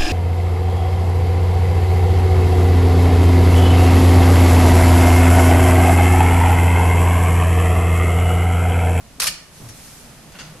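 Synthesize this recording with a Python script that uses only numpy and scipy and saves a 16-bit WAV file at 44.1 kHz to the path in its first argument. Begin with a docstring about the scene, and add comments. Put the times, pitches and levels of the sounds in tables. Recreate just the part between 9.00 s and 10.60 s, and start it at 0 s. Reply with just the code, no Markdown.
"""In a small wooden shelter beside a reed bed, a reflex camera fires once, close by.
Its mirror, shutter blades and levers strike within a tenth of a second, over the whirr of the
cocking gear, and make the camera body ring. A faint tick, soft bumps on wood and a short scuff
follow. Outside there is a low rumble, and a hiss that swells and sinks."""
import sys
import numpy as np
from scipy import signal
from scipy.fft import rfft, irfft
from scipy.io import wavfile
from scipy.ndimage import uniform_filter1d

SR = 44100
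rng = np.random.default_rng(int(sys.argv[2]) if len(sys.argv) > 2 else 0)


def file_out(sig):
    """Save sig as 16-bit WAV at sys.argv[1]."""
    # one column per channel
    cols = np.atleast_2d(sig).T
    # limit, then scale
    lim = np.clip(cols, -1, 1)
    pcm = np.round(lim * 32767).astype(np.int16)
    wavfile.write(sys.argv[1], SR, pcm)


N = 70560

# tone of a hit on the camera: pitch_hz, level_db
CAMERA_TONE = [(250, -42), (480, -3.5), (900, -5), (1300, 0), (2600, 0), (3700, -0.5), (5000, 2.5),
               (7800, -4.5), (9400, -2), (12500, -4.5), (15500, -32)]
# stereo width of near sounds and of surrounding ones: pitch_hz, side_minus_middle_db
NEAR_WIDTH = [(700, -17.5), (2400, -5), (4400, -5.5), (9000, -1)]
AIR_WIDTH = [(200, -12), (1300, -6), (2400, -3.5), (9000, 0.5)]


def shutter():
    """Levers strike and ring over the whirring gear, then the mirror falls back and rings the body."""
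    # hits of the moving parts: start_s, level_db, extra_bass_db, extra_treble_db
    hits = [(0.198, -11, -5, -3), (0.2005, 2.3, -5, 0.5), (0.2061, 1.5, -8, -3), (0.2177, -3, -2.5, -7),
            (0.22, -0.5, -10, -1.5), (0.2249, -1, -4, -2), (0.2316, -6, 5, 5), (0.235, -3.5, -4, 7),
            (0.2414, -0.5, 0.5, 1), (0.2592, -9, 8.5, 6), (0.2678, -6, -2, 6.5), (0.2704, 0, -3, 0),
            (0.2741, 2, -5, 3.5), (0.2806, -2.5, -7, -8), (0.286, -3, -7, -8)]
    # ringing notes of the levers and the body: pitch_hz, level_db, fade_s
    lever_notes = [(1230, -1.5, 0.011), (2500, -5.5, 0.01), (4750, -7, 0.023), (5260, -4, 0.015),
                   (6250, -1, 0.016)]
    body_notes = [(1850, 8, .02), (2300, 9, .014), (2920, 7, .02), (3220, 5, .02), (4290, 8, .022),
                  (4385, 6, .022), (5500, 1.5, .01), (6300, 4, .02), (7130, 6, .014), (7570, 6, .018),
                  (9180, 3, .02), (9595, 5.5, .02)]
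    # lean to one side: pitch_hz, left_minus_right_db
    balance = [(700, -0.5), (2200, -3), (4400, 0)]
    attack_s, mirror_return_s = .0004, .266
    t, levers, mirror = times(), 0, 0
    for start, db, bass_db, treble_db in hits:
        rattle = burst(start, attack_s, fade_s=.034)
        crack = undb(-5) * burst(start, attack_s, fade_s=.005)
        hit = shape(undb(db) * noise() * (rattle + crack), bass_and_treble(bass_db, treble_db))
        if start < mirror_return_s:
            levers = levers + hit
        else:
            mirror = mirror + hit
    gear = unit(noise() * undb(-1.5 * wander(900))) * (t > .2) * (t < .286)
    lever_sound = shape(undb(-18.5) * levers + undb(-30) * gear, 1 + ring(lever_notes))
    body_sound = shape(undb(-20.7) * mirror, 1 + ring(body_notes))
    click = stereo(*(lever_sound + body_sound), NEAR_WIDTH)
    pan_db = over_hz(balance)
    pan = undb(np.array([pan_db, -pan_db]) / 2)
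    return shape(click, tone(CAMERA_TONE) * pan)


def bumps():
    """Wood bumps and groans softly: each time a dull thud and one unsteady low note."""
    # bumps on wood: start_s, level_db, pitch_hz, hold_s, thud_minus_note_db
    knocks = [(0.174, -43.5, 277, 0.0076, -2.5), (0.595, -44.5, 198, 0.021, 3.5),
              (0.631, -34.5, 118.7, 0.035, -10), (.688, -38.5, 113.7, 0.017, -5.5),
              (1.418, -41, 158, .105, -12), (1.546, -42.5, 543, 0.0029, -17)]
    # tone of a thud: pitch_hz, level_db
    thud_tone = [(30, -2.5), (250, -3), (450, -11), (1000, -14), (6000, -57)]
    notes, thuds = 0, 0
    for start, db, hz, hold, thud_db in knocks:
        swell = undb(db) * burst(start, attack_s=.0098, fade_s=.048, hold_s=hold)
        pitch_hz = hz * (1 + .025 * wander(60))
        cycles = np.cumsum(pitch_hz) / SR
        notes = notes + swell * undb(1.3 * wander(80)) * np.sin(2 * np.pi * cycles)
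        thuds = thuds + swell * undb(thud_db)
    return notes + stereo(*shape(noise() * thuds, tone(thud_tone)), AIR_WIDTH)


def scuffs():
    """A dull slide, then a brighter hollow knock that settles, like something shifted on a ledge."""
    # short rubs: start_s, level_db, attack_s, fade_s, treble_limit_hz
    strokes = [(1.318, -49.5, .002, 0.25, 11000), (1.342, -42, 0.012, 0.24, 2900),
               (1.385, -36.3, 0.005, .2, 7500), (1.398, -44.5, .003, 0.33, 6500),
               (1.427, -47.5, 0.0047, 0.5, 6500), (1.47, -45, .006, 0.1, 1400)]
    # tone of the rubbing: pitch_hz, level_db
    rub_tone = [(200, -2), (600, -1), (2900, -1), (5400, -4.5), (7800, -5.5), (11500, -5.5), (15000, -27)]
    # hollow ringing notes: pitch_hz, level_db, fade_s
    hollow_notes = [(1460, 5, 0.022), (1910, 0, .03), (2780, 3, 0.015), (3400, 1, .018), (4520, 5, 0.025),
                    (4800, 7, .025), (6270, 5, 0.008)]
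    rubs = 0
    for start, db, attack, fade, top_hz in strokes:
        rub = noise() * undb(db + 2 * wander(400)) * burst(start, attack, fade)
        treble_cut = 1 / np.sqrt(1 + (freqs() / top_hz) ** 6)
        rubs = rubs + shape(rub, treble_cut)
    return stereo(*shape(rubs, tone(rub_tone) * (1 + ring(hollow_notes))), NEAR_WIDTH)


def tick():
    """A light touch makes a small metal part ring."""
    # notes of the metal: pitch_hz, level_db, fade_s
    metal_notes = [(1660, 7, .07), (5790, 21, .11), (6820, 14, .07), (9470, 13, .04), (11000, 11, .02)]
    touch = undb(-41.5) * noise() * burst(.686, attack_s=.003, fade_s=.08)
    return stereo(*shape(touch, tone(CAMERA_TONE) * (1 + ring(metal_notes))), NEAR_WIDTH)


def shelter(sound):
    """Close walls throw back a blur of echoes, in which the treble dies first."""
    # echo in each pitch band: pitch_hz, fade_s, level_db
    bands = [(685, 0.61, -10), (2380, 0.52, -10.5), (5100, 0.42, -9.5), (11300, 0.19, -11.5)]
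    echo = 0
    for k, (_, fade, db) in enumerate(bands):
        band_share = over_hz([(row[0], j == k) for j, row in enumerate(bands)])
        decay = burst(0, attack_s=.0085, fade_s=fade)
        echo = echo + undb(db) * shape(noise() * decay / np.linalg.norm(decay), np.sqrt(band_share))
    return signal.fftconvolve(sound, stereo(*echo, AIR_WIDTH), axes=1)[:, :N]


def outdoors():
    """The outdoor air rumbles on, while a hiss and a duller rustle swell and sink."""
    # tone of each sound: pitch_hz, level_db
    air_tone = [(25, -3.5), (55, 4.5), (90, -4), (155, 1.5), (260, -5.5), (400, -13), (700, -12),
                (1300, -27), (2500, -23), (5000, -25.5), (11500, -41), (15500, -39)]
    hiss_tone = [(400, -3.5), (1000, -2.5), (3600, -0.5), (5200, 2), (11500, 0.5), (15500, -16)]
    rustle_tone = [(80, 0), (160, 5), (420, -5.5), (650, -4), (2400, -10.5), (12000, -38)]
    # their rise and fall: time_s, level_db
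    hiss_levels = [(0.501, -55), (.56, -48.5), (.74, -48), (.86, -44.5), (1, -47.5), (1.12, -51),
                   (1.26, -52.5)]
    rustle_levels = [(.55, -52), (.62, -48), (1, -49.5), (1.12, -46.5), (1.26, -48.5), (1.48, -47.5)]
    air = shape(noise(), tone(air_tone)) * undb(-48 + 1.5 * wander(11.92))
    for layer_tone, levels in ((hiss_tone, hiss_levels), (rustle_tone, rustle_levels)):
        level_db = np.interp(times(), *np.array(levels).T)
        air = air + shape(noise(), tone(layer_tone)) * undb(level_db + .16 * wander(60))
    return stereo(*air, AIR_WIDTH) * undb([[-.4], [.4]])  # a little louder on the right


def undb(db):
    """Turn decibels into a volume factor."""
    return 10 ** (np.asarray(db) / 20)


def unit(x):
    """Scale to an average power of 1."""
    return x / np.sqrt(np.mean(x ** 2))


def times():
    """The time of every sample, in seconds."""
    return np.arange(N) / SR


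def freqs():
    """The pitches, in Hz, at which the filters work."""
    return np.maximum(np.arange(N + 1) * SR / (2 * N), 1)


def over_hz(points):
    """Join (pitch_hz, value) points into a curve, with all octaves equally wide."""
    hz, value = np.array(points, float).T
    return np.interp(np.log(freqs()), np.log(hz), value)


def shape(x, gain):
    """Filter a sound: turn each pitch up or down by its gain."""
    return irfft(rfft(x, 2 * N) * gain)[..., :N]


def tone(points):
    """A filter shaped by (pitch_hz, level_db) points that never sounds ahead of its input."""
    cepstrum = irfft(np.log(unit(undb(over_hz(points)))))
    cepstrum[1:N] *= 2
    cepstrum[N + 1:] = 0
    return np.exp(rfft(cepstrum))


def bass_and_treble(bass_db, treble_db, bass_hz=1690, treble_hz=7100):
    """A filter that turns the bass and the treble up or down."""
    f = freqs()
    return undb(bass_db / (1 + (f / bass_hz) ** 4) + treble_db / (1 + (treble_hz / f) ** 6))


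def ring(notes):
    """A filter that rings at each (pitch_hz, level_db, fade_s) note."""
    return sum(undb(db) / (1 + 2j * np.pi * (freqs() - hz) * fade / np.log(1000))
               for hz, db, fade in notes)


def stereo(middle, side, width):
    """Add the side sound to the middle for the left ear, and subtract it for the right."""
    return middle + np.array([[1], [-1]]) * shape(side, undb(over_hz(width)))


def noise():
    """Two unrelated white noises: middle and side."""
    return rng.standard_normal((2, N))


def burst(start_s, attack_s, fade_s, hold_s=0):
    """A volume curve that rises, holds, then drops 60 dB every fade_s."""
    age = times() - start_s
    rise = np.clip(age / attack_s, 0, 1)
    return rise * undb(-60 * np.maximum(age - attack_s - hold_s, 0) / fade_s)


def wander(rate_hz):
    """A random drift of about 1 up or down, turning rate_hz times a second."""
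    step = int(SR / rate_hz)
    stairs = np.repeat(rng.standard_normal(N // step + 1), step)
    return unit(uniform_filter1d(stairs, step)[:N])


def scene():
    """The near sounds and their echoes, over the bumps and the outdoor air."""
    near = shutter() + tick() + scuffs()
    return near + shelter(near) + bumps() + outdoors()


def record(dry):
    """Round off the loudest peaks and cut the highest treble."""
    peak_limit, top_hz = .7, 15200
    rounded = peak_limit * np.tanh(dry / peak_limit)
    return signal.sosfilt(signal.ellip(10, .1, 80, top_hz, fs=SR, output="sos"), rounded)


dry = scene()
out = record(dry)
file_out(out)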